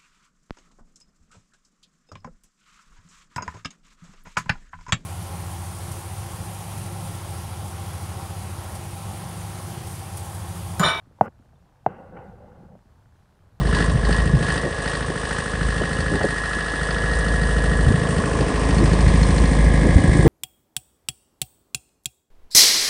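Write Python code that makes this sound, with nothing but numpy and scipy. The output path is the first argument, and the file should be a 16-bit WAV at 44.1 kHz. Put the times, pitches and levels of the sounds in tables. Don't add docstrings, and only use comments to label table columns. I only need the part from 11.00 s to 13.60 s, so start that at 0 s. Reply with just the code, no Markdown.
import sys
import numpy as np
from scipy import signal
from scipy.io import wavfile
from scipy.ndimage import uniform_filter1d

SR = 44100
rng = np.random.default_rng(int(sys.argv[2]) if len(sys.argv) > 2 else 0)


def master_out(mix):
    frames = np.transpose(np.atleast_2d(mix))
    ceiling = np.clip(frames, -1, 1)
    pcm = np.round(ceiling * 32767).astype(np.int16)
    wavfile.write(sys.argv[1], SR, pcm)


def decibels_to_gain(level_db):
    exponent = np.asarray(level_db, float) / 20
    return 10 ** exponent


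N = 114660

# start_s, swell_s
KNOCK_TIMES = [
    (.21015, .0023),
    (.8628, .0026),
]
# ring_db, thump_db, grip_db, crack_db
KNOCK_LEVELS = [
    (0.04, -20, -24.5, -11.5),
    (-5.5, -25, -26, -14.5),
]
# pitch_hz, level_db, t60_s
CRACK_MODES = [(457.4, 3.5, 0.021), (1210, 2.5, 0.0067), (1482, 3.5, 0.0061), (1840, -10.5, 0.0084),
               (2570, -17, .012), (3120, -27, .012), (3640, -34.5, .01), (5160, -34, 0.0091)]
# start_s, level_db, brightness_db
SCRAPE_STROKES = [
    [(.214, -30.5, -8.5), (.228, -30.5, -5), (.255, -41, 4.5), (.281, -37.5, 1), (.287, -44.5, -15),
     (.31, -82, -32)],
    [(.868, -38.5, -1.5), (.92, -45, 2), (1.0, -45.5, -1), (1.11, -50, -1.5), (1.135, -45.5, -6),
     (1.165, -48, 1), (1.170, -41, -2), (1.2, -45, 2), (1.33, -49.5, -5.5), (1.56, -54, -1),
     (1.76, -53.5, -12.5), (1.776, -70, -29)],
]
# pitch_hz, width_hz, level_db, brightness_share (ratio)
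SHELL_MODES = [(111, 130, -1, -.5), (200, 67, 1.5, -.5), (329.5, 200, -5, 0.26), (510.4, 130, 2.5, 0.2),
               (593, 150, -7.5, 0.2), (794.4, 190, 0.5, 0.2), (1111.5, 310.5, -11, 1),
               (1457, 260, -6, 0.93), (2000, 400, -18.5, 0.95), (2750, 600, -20, 1.2)]
# start_s, level_db, pitch_hz, t60_s
TOUCHES = [(0.071, -45, 247, .04), (0.111, -42, 480, 0.013), (0.187, -39, 900, 0.021),
           (.189, -45.5, 560, .025), (.200, -49, 715, .02), (0.397, -43.5, 238, .05),
           (.532, -49.5, 702, .03), (0.556, -64, 3550, .03), (0.643, -54.5, 296, 0.048),
           (.704, -60, 600, .03), (.842, -46.5, 745, .03), (.898, -55, 506, 0.046),
           (1.124, -38, 493.7, 0.21), (1.168, -50, 2300, 0.043), (1.169, -49, 1800, .04),
           (1.172, -57.5, 2960, .04), (1.186, -55, 2000, .04), (1.471, -42.5, 215.5, 0.081),
           (1.69, -44.5, 107, .12), (1.435, -47, 596, 0.15), (1.635, -32, 330, 0.014),
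           (1.753, -32, 606, 0.014), (1.856, -47.5, 210, 0.054), (2.3, -53.5, 200, 0.061),
           (0.261, -67.5, 5100, 0.06)]
# start_s, level_db
MOTOR_STEPS = [
    (.0243, -58.5),
    (.0034, -70),
    (.0180, -76),
]
# pitch_hz, density_db (per Hz)
SITE_COLOUR = [(22, -29), (150, -14), (230, -1.5), (320, -3), (850, -3), (1100, -7), (1700, -16.5),
               (2200, -29.5)]
# start_s, level_db
GUST_LEVELS = [(0.0, -59.5), (0.15, -55), (0.4, -58), (0.55, -55), (0.73, -62.5), (0.89, -58.5),
               (1.01, -67), (1.06, -52), (1.59, -53.5), (1.84, -58), (2.01, -60), (2.6, -58.5)]
# pitch_hz, density_db (per Hz)
RUMBLE_COLOUR = [(22, -30), (35, -13.5), (60, -9.5), (90, 2), (130, -6), (200, -11), (280, -31)]
# pitch_hz, density_db (per Hz)
HISS_COLOUR = [(200, 4.5), (2500, 2), (4000, -0.5), (6500, -4), (9000, -6), (12000, -10), (15700, -14)]


def evened(x):
    return x / np.sqrt(np.mean(x ** 2) + 1e-20)


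def add(mix, start_s, sound):
    part = mix[round(start_s * SR):][:len(sound)]
    part += sound[:len(part)]


def lowpass(x, order, edge_hz):
    return signal.sosfilt(signal.butter(order, edge_hz, fs=SR, output="sos"), x)


def resonate(x, pitch_hz, width_hz):
    turn = np.exp(2j * np.pi * pitch_hz * np.arange(len(x)) / SR)
    r = np.exp(-np.pi * width_hz / SR)
    smooth = signal.lfilter([(1 - r) ** 2], [1, -2 * r, r * r], x / turn)
    return 2 * (turn * smooth).real


def swoop(pitch_hz, glide_hz, glide_s, peak_s, rise, fall):
    t = np.arange(4000) / SR
    u = t / peak_s
    turns = pitch_hz * t + glide_hz * glide_s * (1 - np.exp(-t / glide_s))
    swell = u ** rise * np.exp(rise / fall * (1 - u ** fall))
    return -np.sin(2 * np.pi * turns) * swell


def ring(pitch_hz, t60_s, rise_s=.001):
    t = np.arange(4000) / SR
    return (1 - np.exp(-t / rise_s)) * decibels_to_gain(-60 * t / t60_s) * np.sin(2 * np.pi * pitch_hz * t)


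def noise(colour, lumps_db, swell_db):
    frames = N // 256 + 5
    hz = np.fft.rfftfreq(1024, 1 / SR)
    a, b, patches = rng.standard_normal((frames, 513, 3)).T
    patches = uniform_filter1d(patches, size=6, axis=0)
    patches = evened(uniform_filter1d(patches, size=10, axis=1))
    swell = evened(uniform_filter1d(rng.standard_normal(frames), size=14))
    colour_hz, colour_db = np.transpose(colour)
    shape_db = np.interp(np.log(hz + 1), np.log(colour_hz + 1), colour_db, right=-90)[:, None]
    spectra = (a + 1j * b) * decibels_to_gain(shape_db + lumps_db * patches + swell_db * swell)
    return evened(signal.istft(spectra, nperseg=1024, noverlap=768)[1][:N])


def knocks():
    out = np.zeros(N)
    echo_s, echo_db = .0065, -17
    thump = swoop(82, 170, .009, peak_s=.00714, rise=2.0, fall=1.0)
    grip = swoop(326.5, 80, .003, peak_s=.002, rise=4.6, fall=0.92)
    crack = sum(decibels_to_gain(level_db) * ring(pitch_hz, t60_s) for pitch_hz, level_db, t60_s in CRACK_MODES)
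    for (start_s, swell_s), levels in zip(KNOCK_TIMES, KNOCK_LEVELS):
        ring_db, thump_db, grip_db, crack_db = levels
        body = decibels_to_gain(ring_db) * swoop(715, 370, .001, swell_s, rise=1.6, fall=2.0)
        add(out, start_s, body + decibels_to_gain(thump_db) * thump - decibels_to_gain(grip_db) * grip + decibels_to_gain(crack_db) * crack)
        add(out, start_s + echo_s, decibels_to_gain(echo_db) * body)
    return lowpass(out, 4, 4700)


def shell_bands():
    slips_per_s, spread_db, clump_db = 7000, .8, 1.2
    slips = rng.standard_normal(N) * decibels_to_gain(spread_db * rng.exponential(1, N))
    slips = slips * (rng.random(N) < slips_per_s / SR)
    clumps = rng.standard_normal((N // 512 + 1, len(SHELL_MODES)))
    clumps = np.repeat(2.3 * uniform_filter1d(clumps, size=3, axis=0), 512, axis=0)
    clumps = decibels_to_gain(clump_db * uniform_filter1d(clumps, size=512, axis=0))[:N]
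    bands = []
    for k, (pitch_hz, width_hz, _, _) in enumerate(SHELL_MODES):
        bands.append(evened((-1) ** k * clumps[:, k] * resonate(slips, pitch_hz, width_hz)))
    return bands


def fizz():
    t = np.arange(N) / SR
    start_s, end_s, rise_s, fall_s = .212, .266, .013, .004
    edge = np.clip(np.minimum((t - start_s) / rise_s, (end_s - t) / fall_s), 0, 1)
    colour = [(2500, -19.5), (5000, 2.5), (9000, -0.5), (15700, -6)]  # pitch_hz, density_db
    return decibels_to_gain(-69) * edge * noise(colour, lumps_db=2.0, swell_db=1.0)


def scrapes():
    t, out = np.arange(N) / SR, np.zeros(N)
    bands = shell_bands()
    for stroke in SCRAPE_STROKES:
        start_s, level_db, bright_db = np.transpose(stroke)
        level = np.interp(t, start_s, level_db, -120, -120)
        bright = np.interp(t, start_s, bright_db)
        for band, (_, _, mode_db, share) in zip(bands, SHELL_MODES):
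            out += band * decibels_to_gain(level + mode_db - 6.0 + share * bright)
    return lowpass(out, 8, 3150) + fizz()


def taps():
    out = np.zeros(N)
    for start_s, level_db, pitch_hz, t60_s in TOUCHES:
        pair = ring(pitch_hz, t60_s) + .5 * ring(0.67 * pitch_hz, 0.54 * t60_s)
        add(out, start_s, decibels_to_gain(level_db) * pair)
    return out


def motor():
    out = np.zeros(N)
    frames_per_s, spread_db = 30, 1.6
    step = swoop(1480, 100, .001, peak_s=.0008, rise=1.5, fall=1.6)[:400]
    sizes = rng.standard_normal((N * frames_per_s // SR, len(MOTOR_STEPS)))
    for k, row in enumerate(sizes):
        for (start_s, level_db), size in zip(MOTOR_STEPS, row):
            add(out, k / frames_per_s + start_s, -decibels_to_gain(level_db + spread_db * size) * step)
    return out


def rumble():
    start_s, level_db = np.transpose(GUST_LEVELS)
    gust_db = 1.5 + np.interp(np.arange(N) / SR, start_s, level_db)
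    return decibels_to_gain(gust_db) * noise(RUMBLE_COLOUR, lumps_db=1.6, swell_db=.5)


def engine_hum():
    wobble = evened(uniform_filter1d(rng.standard_normal(N), size=6000))
    turns = np.cumsum(43.1 + 0.65 * wobble) / SR
    return decibels_to_gain(-64 + 1.5 * wobble) * np.sin(2 * np.pi * turns)


def distant_site():
    return decibels_to_gain(-66) * noise(SITE_COLOUR, lumps_db=1.6, swell_db=.5)


def microphone_hiss():
    return decibels_to_gain(-73.5) * noise(HISS_COLOUR, lumps_db=1.0, swell_db=0.66)


def scene():
    handling = knocks() + scrapes() + taps() + motor()
    background = rumble() + engine_hum() + distant_site() + microphone_hiss()
    return (handling + background)[None]


def roll_off(x):
    return signal.sosfilt(signal.butter(12, 15740, fs=SR, output="sos"), x)


def record(dry):
    return roll_off(dry)


dry = scene()
out = record(dry)
master_out(out)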